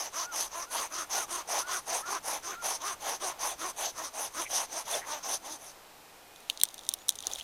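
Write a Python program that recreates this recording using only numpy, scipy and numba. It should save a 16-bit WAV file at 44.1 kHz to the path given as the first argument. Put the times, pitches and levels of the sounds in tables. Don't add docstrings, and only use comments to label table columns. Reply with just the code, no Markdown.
import sys
import numpy as np
from scipy import signal
from scipy.fft import rfft, irfft
from scipy.io import wavfile
from scipy.ndimage import uniform_filter1d
from numba import njit

SR = 44100
rng = np.random.default_rng(int(sys.argv[2]) if len(sys.argv) > 2 else 0)


def file_out(sig):
    cols = np.atleast_2d(sig).T
    lim = np.clip(cols, -1, 1)
    pcm = np.round(lim * 32767).astype(np.int16)
    wavfile.write(sys.argv[1], SR, pcm)


def attenuation_scalar(level_db):
    decades = np.asarray(level_db, float) / 20
    return 10 ** decades


N = 327663


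def unit(x):
    return x / np.sqrt(np.mean(x ** 2))


def colour(x, points):
    hz, db = np.transpose(points)
    grid = np.maximum(np.arange(1025) * SR / 2048, 1)
    log_gain = np.interp(np.log(grid), np.log(hz), db) * np.log(10) / 20
    cepstrum = irfft(log_gain)
    cepstrum[1:1024] *= 2
    cepstrum[1025:] = 0
    impulse = irfft(np.exp(rfft(cepstrum)))
    return signal.fftconvolve(x, impulse)[:len(x)]


@njit
def moving_band(x, hz, width):
    y, b, l = np.empty(len(x)), 0., 0.
    for i in range(len(x)):
        g, k = np.tan(np.pi * hz[i] / SR), width / hz[i]
        v = (b + g * (x[i] - l)) / (1 + g * (g + k))
        b, l, y[i] = 2 * v - b, l + 2 * g * v, k * v
    return y


def band(x, hz, width):
    return signal.lfilter(*signal.iirpeak(hz, hz / width, fs=SR), x)


def steep(x, hz, width):
    return band(band(x, hz, width), hz, width)


def walk(rate):
    step = 16
    hold = int(SR / step / rate) + 1
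    coarse = np.repeat(rng.standard_normal(N // step // hold + 2), hold)
    slewed = uniform_filter1d(uniform_filter1d(coarse, hold), hold)
    return 1.3 * np.repeat(slewed, step)[:N]


def grains(scatter_db):
    size_db = scatter_db * np.minimum(rng.exponential(size=N), 5)
    return unit(rng.standard_normal(N) * attenuation_scalar(size_db))


# (start [s], end [s], tearing level [dB], knock level [dB])
PULL_STROKES = [(-0.06, 0.087, -35.5, -39.5), (0.324, 0.475, -32, -39.5), (0.713, 0.869, -33.5, -37),
                (1.103, 1.246, -31.5, -35.5), (1.484, 1.628, -32.5, -35.5), (1.869, 2.018, -35.5, -36),
                (2.241, 2.393, -36, -37.5), (2.624, 2.767, -33.5, -37.5), (3.012, 3.167, -35, -37.5),
                (3.397, 3.544, -35, -37.5), (3.772, 3.905, -32.5, -39), (4.141, 4.282, -36, -40.5),
                (4.499, 4.65, -31.5, -37.5), (4.865, 5.008, -33.5, -38), (5.236, 5.372, -35, -40),
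                (5.594, 5.721, -49.5, -57)]
# (start [s], end [s], tearing level [dB], knock level [dB], limb shake level [dB])
PUSH_STROKES = [(0.134, 0.257, -34, -37.5, -61), (0.517, 0.651, -38, -38, -60),
                (0.91, 1.045, -38, -37.5, -54), (1.29, 1.422, -37, -36, -51.5), (1.67, 1.8, -36, -36, -62),
                (2.059, 2.183, -39, -34, -49.5), (2.433, 2.556, -38.5, -36.5, -53),
                (2.812, 2.941, -37, -38.5, -55), (3.207, 3.323, -37, -35, -48.5),
                (3.588, 3.714, -37.5, -37.5, -52), (3.956, 4.088, -38.5, -40, -52.5),
                (4.342, 4.451, -36, -38, -56), (4.7, 4.826, -38.5, -39.5, -58),
                (5.057, 5.19, -39.5, -40, -55.5), (5.426, 5.567, -42.5, -44.5, -56.5)]
# (time [s], rate [teeth/s])
PUSH_TOOTH_RATE = [(0.2, 332), (2.1, 394), (3.2, 390), (3.7, 340), (5.5, 310)]
# (time [s], pulling centre [Hz], pushing centre [Hz])
BRANCH_PITCH = [(0, 873, 1140), (2.5, 882, 1184), (4.2, 827, 1036), (5.5, 740.3, 879.3)]


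def strokes():
    pull_tooth_hz, pull_shake_db = 288.2, -20
    pull_bite = 1.2
    t = np.arange(N) / SR
    tear, knock, shake, push = np.zeros(N), np.zeros(N), np.zeros(N), np.zeros(N)
    tooth_rate, branch_hz = np.full(N, 200.), np.full(N, 900.)
    depth_s, *centres = np.transpose(BRANCH_PITCH)
    rows = [(*row, row[3] + pull_shake_db, 0) for row in PULL_STROKES]
    rows += [(*row, 1) for row in PUSH_STROKES]
    for t0, t1, tear_db, knock_db, shake_db, pushing in rows:
        tear_rise, knock_rise = (1.4, 2) if pushing else (-0.3, -1)
        tooth_hz = np.interp(t0, *np.transpose(PUSH_TOOTH_RATE)) if pushing else pull_tooth_hz
        pad = 0.1 * (t1 - t0)
        on = (t > t0 - pad) & (t < t1 + pad)
        way = (t[on] - t0 + pad) / (t1 - t0 + 2 * pad)
        speed = np.sin(np.pi * way)
        tear[on] = speed ** 0.92 * attenuation_scalar(tear_db + 2 * tear_rise * way)
        knock_edge = 0.81 * (1 if pushing else pull_bite)
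        knock[on] = speed ** knock_edge * attenuation_scalar(knock_db + 2 * knock_rise * (way - 0.5))
        shake[on] = speed ** 0.91 * attenuation_scalar(shake_db)
        tooth_rate[on] = tooth_hz * speed ** 0.25
        branch_hz[on] = np.interp(t0, depth_s, centres[pushing])
        push[on] = pushing
    return tear, knock, shake, tooth_rate, branch_hz, push


def teeth(hz, slip, scatter_db):
    phase = np.cumsum(hz * (1 + slip)) / SR
    hits = np.diff(np.floor(phase), prepend=0) > 0
    return hits * attenuation_scalar(scatter_db * rng.standard_normal(N)), phase % 1


# (centre [Hz], width [Hz], level [dB])
TRUNK_MODES = [(700, 240, -12), (1050, 40, -8.5), (1380, 2000, -24), (1860, 2000, -21)]


def branch(force, branch_hz):
    centre = uniform_filter1d(branch_hz, 300) * attenuation_scalar(0.81 * walk(30))
    body = moving_band(force, centre, 220.0)
    for hz, width, db in TRUNK_MODES:
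        body += attenuation_scalar(db + 1.9 * walk(25.07)) * band(force, hz, width)
    high_pass = signal.butter(4, 380, "high", fs=SR, output="sos")
    return unit(signal.sosfilt(high_pass, body))


# (frequency [Hz], level [dB per Hz])
TEAR_TONE = [(900, -37), (1500, -17), (2100, -18), (2700, -15), (3500, -10.5), (4400, -13.5), (5500, -8.5),
             (6200, 2), (6700, -8), (7500, -17), (9200, -7.5), (11000, -11.5), (13500, -21), (16000, -35.5)]


def torn_fibre(phase, push):
    t = np.arange(N) / SR
    tooth_pulse = 1 + 0.19 * np.cos(2 * np.pi * phase)
    fibre = grains(scatter_db=2.15) * tooth_pulse * attenuation_scalar(0.72 * walk(45) + 1.34 * walk(160))
    fibre = unit(colour(fibre, TEAR_TONE))
    patches = (1800, 2330, 3000, 3380, 4450, 5350, 8620, 10640)
    fibre += sum(0.52 * walk(30) * band(fibre, hz, 0.19 * hz) for hz in patches)
    fibre += np.where(push, -0.2, 0.2) * band(fibre, 11000, 6200)
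    wall_db = -4 + 0.9 * t
    fibre += (attenuation_scalar(wall_db) - 1) * band(fibre, 3800, 1300)
    tip_db = -0.8 - 3.5 * np.exp(-(t / 0.76) ** 2)
    fibre += (attenuation_scalar(tip_db) - 1) * band(fibre, 10200, 4500)
    return fibre


def saw():
    tear, knock, shake, tooth_rate, branch_hz, push = strokes()
    slip = np.where(push, 0.055, 0.25) * walk(200) + 0.02 * walk(40)
    hits, phase = teeth(tooth_rate, slip, scatter_db=3.0)
    force = unit(uniform_filter1d(hits, size=14)) * attenuation_scalar(1.3 * walk(30))
    force += np.where(push, 2.4, 4.0) * grains(scatter_db=1.5)
    body = branch(force, branch_hz)
    limb = unit(steep(force, 370, 400)) * shake
    fibre = torn_fibre(phase, push)
    linger = 0.16
    tear = np.hypot(tear, linger * attenuation_scalar(2.0 * walk(9)) * uniform_filter1d(tear, size=5000))
    knock = np.hypot(knock, linger * attenuation_scalar(5.7 * walk(8.9)) * uniform_filter1d(knock, size=5000))
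    rasp = fibre * tear * attenuation_scalar(-1.0)
    knocks = body * knock * attenuation_scalar(0.5 + 1.45 * walk(35))
    return rasp + knocks + limb * attenuation_scalar(2.2 * walk(22))


# (frequency [Hz], level [dB per Hz])
TRAFFIC_TONE = [(20, -4), (60, -13.5), (150, -9.5), (220, -9.5), (310, -4.5), (430, -5), (800, -1),
                (1100, -5), (1700, -9.5), (2500, -10.5), (5000, -13.5), (10000, -17.5), (14800, -17.5),
                (15600, -46)]
# (time [s], level [dB])
WIND_LEVEL = [
    (0, -70),
    (2.2, -68),
    (4.5, -67.5),
    (5.4, -68),
    (6.1, -80),
    (7.0, -72),
    (7.33, -68),
    (7.43, -70),
]


def air():
    t = np.arange(N) / SR
    traffic = unit(colour(rng.standard_normal(N), TRAFFIC_TONE)) * attenuation_scalar(-54 + 0.27 * walk(2.4))
    whine_hz, t0, t1, whine_db = 2471, 6.0, 6.52, -64
    passing = np.sin(np.pi * np.clip((t - t0) / (t1 - t0), 0, 1)) ** 0.3
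    whine = passing * np.sin(2 * np.pi * whine_hz * t) * attenuation_scalar(whine_db + 3.5 * walk(14))
    rumble = unit(band(rng.standard_normal(N), 29, 51))
    wind = rumble * attenuation_scalar(np.interp(t, *np.transpose(WIND_LEVEL)) + 1.8 * walk(12))
    return traffic + whine + wind


# (start [s], end [s], crest after start [s], top pitch [Hz], level [dB])
BLADE_SINGS = [
    (0.207, 0.37, 0.075, 1445, -48),
    (0.659, 0.761, 0.053, 1480, -57),
    (1.14, 1.26, 0.04, 1454, -46),
    (1.6, 1.749, 0.08, 1496, -47.5),
    (2.02, 2.114, 0.065, 1432, -46),
    (2.554, 2.644, 0.048, 1399, -48.5),
]


def blade():
    out, wobble = np.zeros(N), 0.0097 * walk(300)
    rows = [(*row, 42) for row in BLADE_SINGS]
    rows.append((6.99, 7.038, 0.018, 6800, -63, -45))
    for t0, t1, crest, hz, db, arch in rows:
        way = np.linspace(-1, 1, int((t1 - t0) * SR))
        start = int(t0 * SR)
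        span = slice(start, start + len(way))
        flex = np.linspace(0, t1 - t0, len(way)) - crest
        pitch = hz * (1 - arch * flex ** 2) * (1 + wobble[span])
        tone = np.sin(2 * np.pi * np.cumsum(pitch) / SR)
        out[span] += attenuation_scalar(db + 4.0) * (1 - way ** 4) * tone
    return out * attenuation_scalar(1.4 + 0.89 * walk(60))


# (start [s], end [s], centre [Hz], width [Hz], level [dB])
BLADE_BINDS = [
    (2.02, 2.054, 1750, 200, -51),
    (4.448, 4.485, 2250, 450, -43.5),
    (4.796, 4.808, 1910, 700, -50),
    (4.929, 4.95, 3480, 399, -39),
    (5.01, 5.055, 1800, 600, -46),
    (3.222, 3.26, 564, 250, -41),
]


def binds():
    t = np.arange(N) / SR
    rub = grains(scatter_db=4.0) * attenuation_scalar(1.4 * walk(200))
    out = np.zeros(N)
    for t0, t1, hz, width, db in BLADE_BINDS:
        pinch = np.sin(np.pi * np.clip((t - t0) / (t1 - t0), 0, 1)) ** 0.5
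        out += pinch * unit(steep(rub, hz, width)) * attenuation_scalar(db)
    return out


# (centre [Hz], width [Hz])
SPLIT_MODES = [(3700, 1300), (6200, 1670), (9300, 3300), (12000, 4500)]
# (time [s], level [dB])
CRACKLE_LEVEL = [
    (6.3, -78),
    (6.5, -57.5),
    (6.8, -58.5),
    (6.95, -59),
    (7.06, -68),
    (7.24, -51),
    (7.315, -42.5),
    (7.37, -49),
    (7.43, -49),
]
# (time [s], level [dB])
TWIG_BRUSHES = [
    (6.65, -59),
    (7.26, -45),
    (7.29, -49),
    (7.32, -49.5),
]


def fall():
    t = np.arange(N) / SR
    brush = np.zeros(N)
    for s, db in TWIG_BRUSHES:
        brush += attenuation_scalar(db) * np.exp(np.minimum((t - s) / 0.011, (s - t) / 0.031))
    splinters = grains(scatter_db=3.5) * attenuation_scalar(3.8 * walk(150))
    crackle = attenuation_scalar(-2) * band(splinters, 4800, 4705)
    for db, (hz, width) in zip((-2.0, -9, -11, -37), SPLIT_MODES):
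        crackle += attenuation_scalar(db) * steep(splinters, hz, width)
    rustle = steep(grains(scatter_db=0.0), 650, 560) * attenuation_scalar(5.2 * walk(90))
    opening = attenuation_scalar(np.interp(t, *np.transpose(CRACKLE_LEVEL)))
    return unit(crackle) * opening + unit(rustle) * brush


# (time [s], level [dB], brightness [dB per mode])
SMALL_SPLITS = [(6.3604, -49.5, -3.5), (6.4041, -64, 5.5), (6.5742, -40, -2.5), (6.6002, -42.5, -0.4),
                (6.653, -40, 0), (6.6874, -44.5, -0.3), (6.704, -51, -3), (6.7426, -47.5, 3.5),
                (6.78, -45, -1.5), (6.7916, -42, -3), (6.8101, -50, -4), (6.835, -49, -2.5),
                (6.8507, -51, 0.6), (6.866, -47, -2.3), (6.908, -47, -5), (6.915, -42, -5),
                (6.9238, -51, -0.3), (6.9877, -53, -0.5), (7.0176, -57, -4.5), (7.108, -44, 1.6),
                (7.1227, -47, -1), (7.1548, -47, 2.5), (7.1585, -50, 3), (7.2046, -42, 0),
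                (7.2252, -44.5, 0.5), (7.2368, -41, -16), (7.2546, -49.5, -1.2), (7.3518, -48, 2.5),
                (7.3988, -40, -12), (7.416, -45, -9)]
# (time [s], level [dB], brightness [dB per mode], middle mode level [dB])
LOUD_SNAPS = [(6.499, -21.5, -4.5, -5), (6.6139, -25.5, -2, -4), (6.6346, -24, 5.5, -1.5),
              (6.8899, -26.5, 3, 0.5), (6.9382, -32, 3, 0), (7.084, -37.5, 4.5, 0.4),
              (7.0915, -21, 1.5, 0.8), (7.1028, -39, 1.5, -1), (7.1875, -40.5, -2, 7),
              (7.2692, -32, 2, 6.5), (7.314, -35.5, -7, -5), (7.335, -44.5, 2.3, 14.5),
              (7.358, -36, -4, -9), (7.4098, -35, -8, -7)]


def cracks():
    rise_s, snap_s, tail_s, tail_db = 0.00013, 0.00063, 0.0044, -24
    echo_s, echo_db = 0.0098, -26
    out, t = np.zeros(N + 2048), np.arange(2048) / SR
    attack = (t / rise_s) ** 2 / (1 + (t / rise_s) ** 2)
    shape = attack * (np.exp(-t / snap_s) + attenuation_scalar(tail_db) * np.exp(-t / tail_s))
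    low_hz, low_width = SPLIT_MODES[0]
    for s, db, bright_db, middle_db in LOUD_SNAPS + [(*row, 0) for row in SMALL_SPLITS]:
        burst = rng.standard_normal(len(t)) * shape
        burst[4] += 1.9
        mode_db = db + bright_db * np.arange(4) + [0, middle_db, 0, -11]
        peak_db = max(mode_db)
        sag_hz = 30 * min(bright_db, 0) - 300 * (s > 7.38)
        modes = [(low_hz + sag_hz, low_width)] + SPLIT_MODES[1:]
        narrow = 0.62 if peak_db < -33 else 1
        ring = np.zeros(len(t))
        for level_db, (hz, width) in zip(mode_db, modes):
            ring += attenuation_scalar(level_db) * unit(steep(burst, hz, width * narrow))
        thud_db = -13 + 0.35 * (peak_db + 6.0)
        ring += attenuation_scalar(peak_db + thud_db) * unit(steep(burst, 2400, 3700))
        ring += attenuation_scalar(peak_db - 25) * unit(steep(burst, 1100, 1800))
        start = int(s * SR)
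        out[start:start + len(t)] += attenuation_scalar(-12.0) * ring
    lag = int(echo_s * SR)
    out[lag:] += attenuation_scalar(echo_db) * uniform_filter1d(out, size=3)[:-lag]
    return out[:N]


def scene():
    mono = saw() + air() + blade() + binds() + fall() + cracks()
    return np.array([mono, mono])


def top_cut(x):
    return signal.sosfilt(signal.butter(12, 17040, fs=SR, output="sos"), x)


def record(dry):
    low_pass = signal.ellip(8, 0.2, 70, 16400, fs=SR, output="sos")
    mix = signal.sosfilt(low_pass, dry)
    return top_cut(mix)


dry = scene()
out = record(dry)
file_out(out)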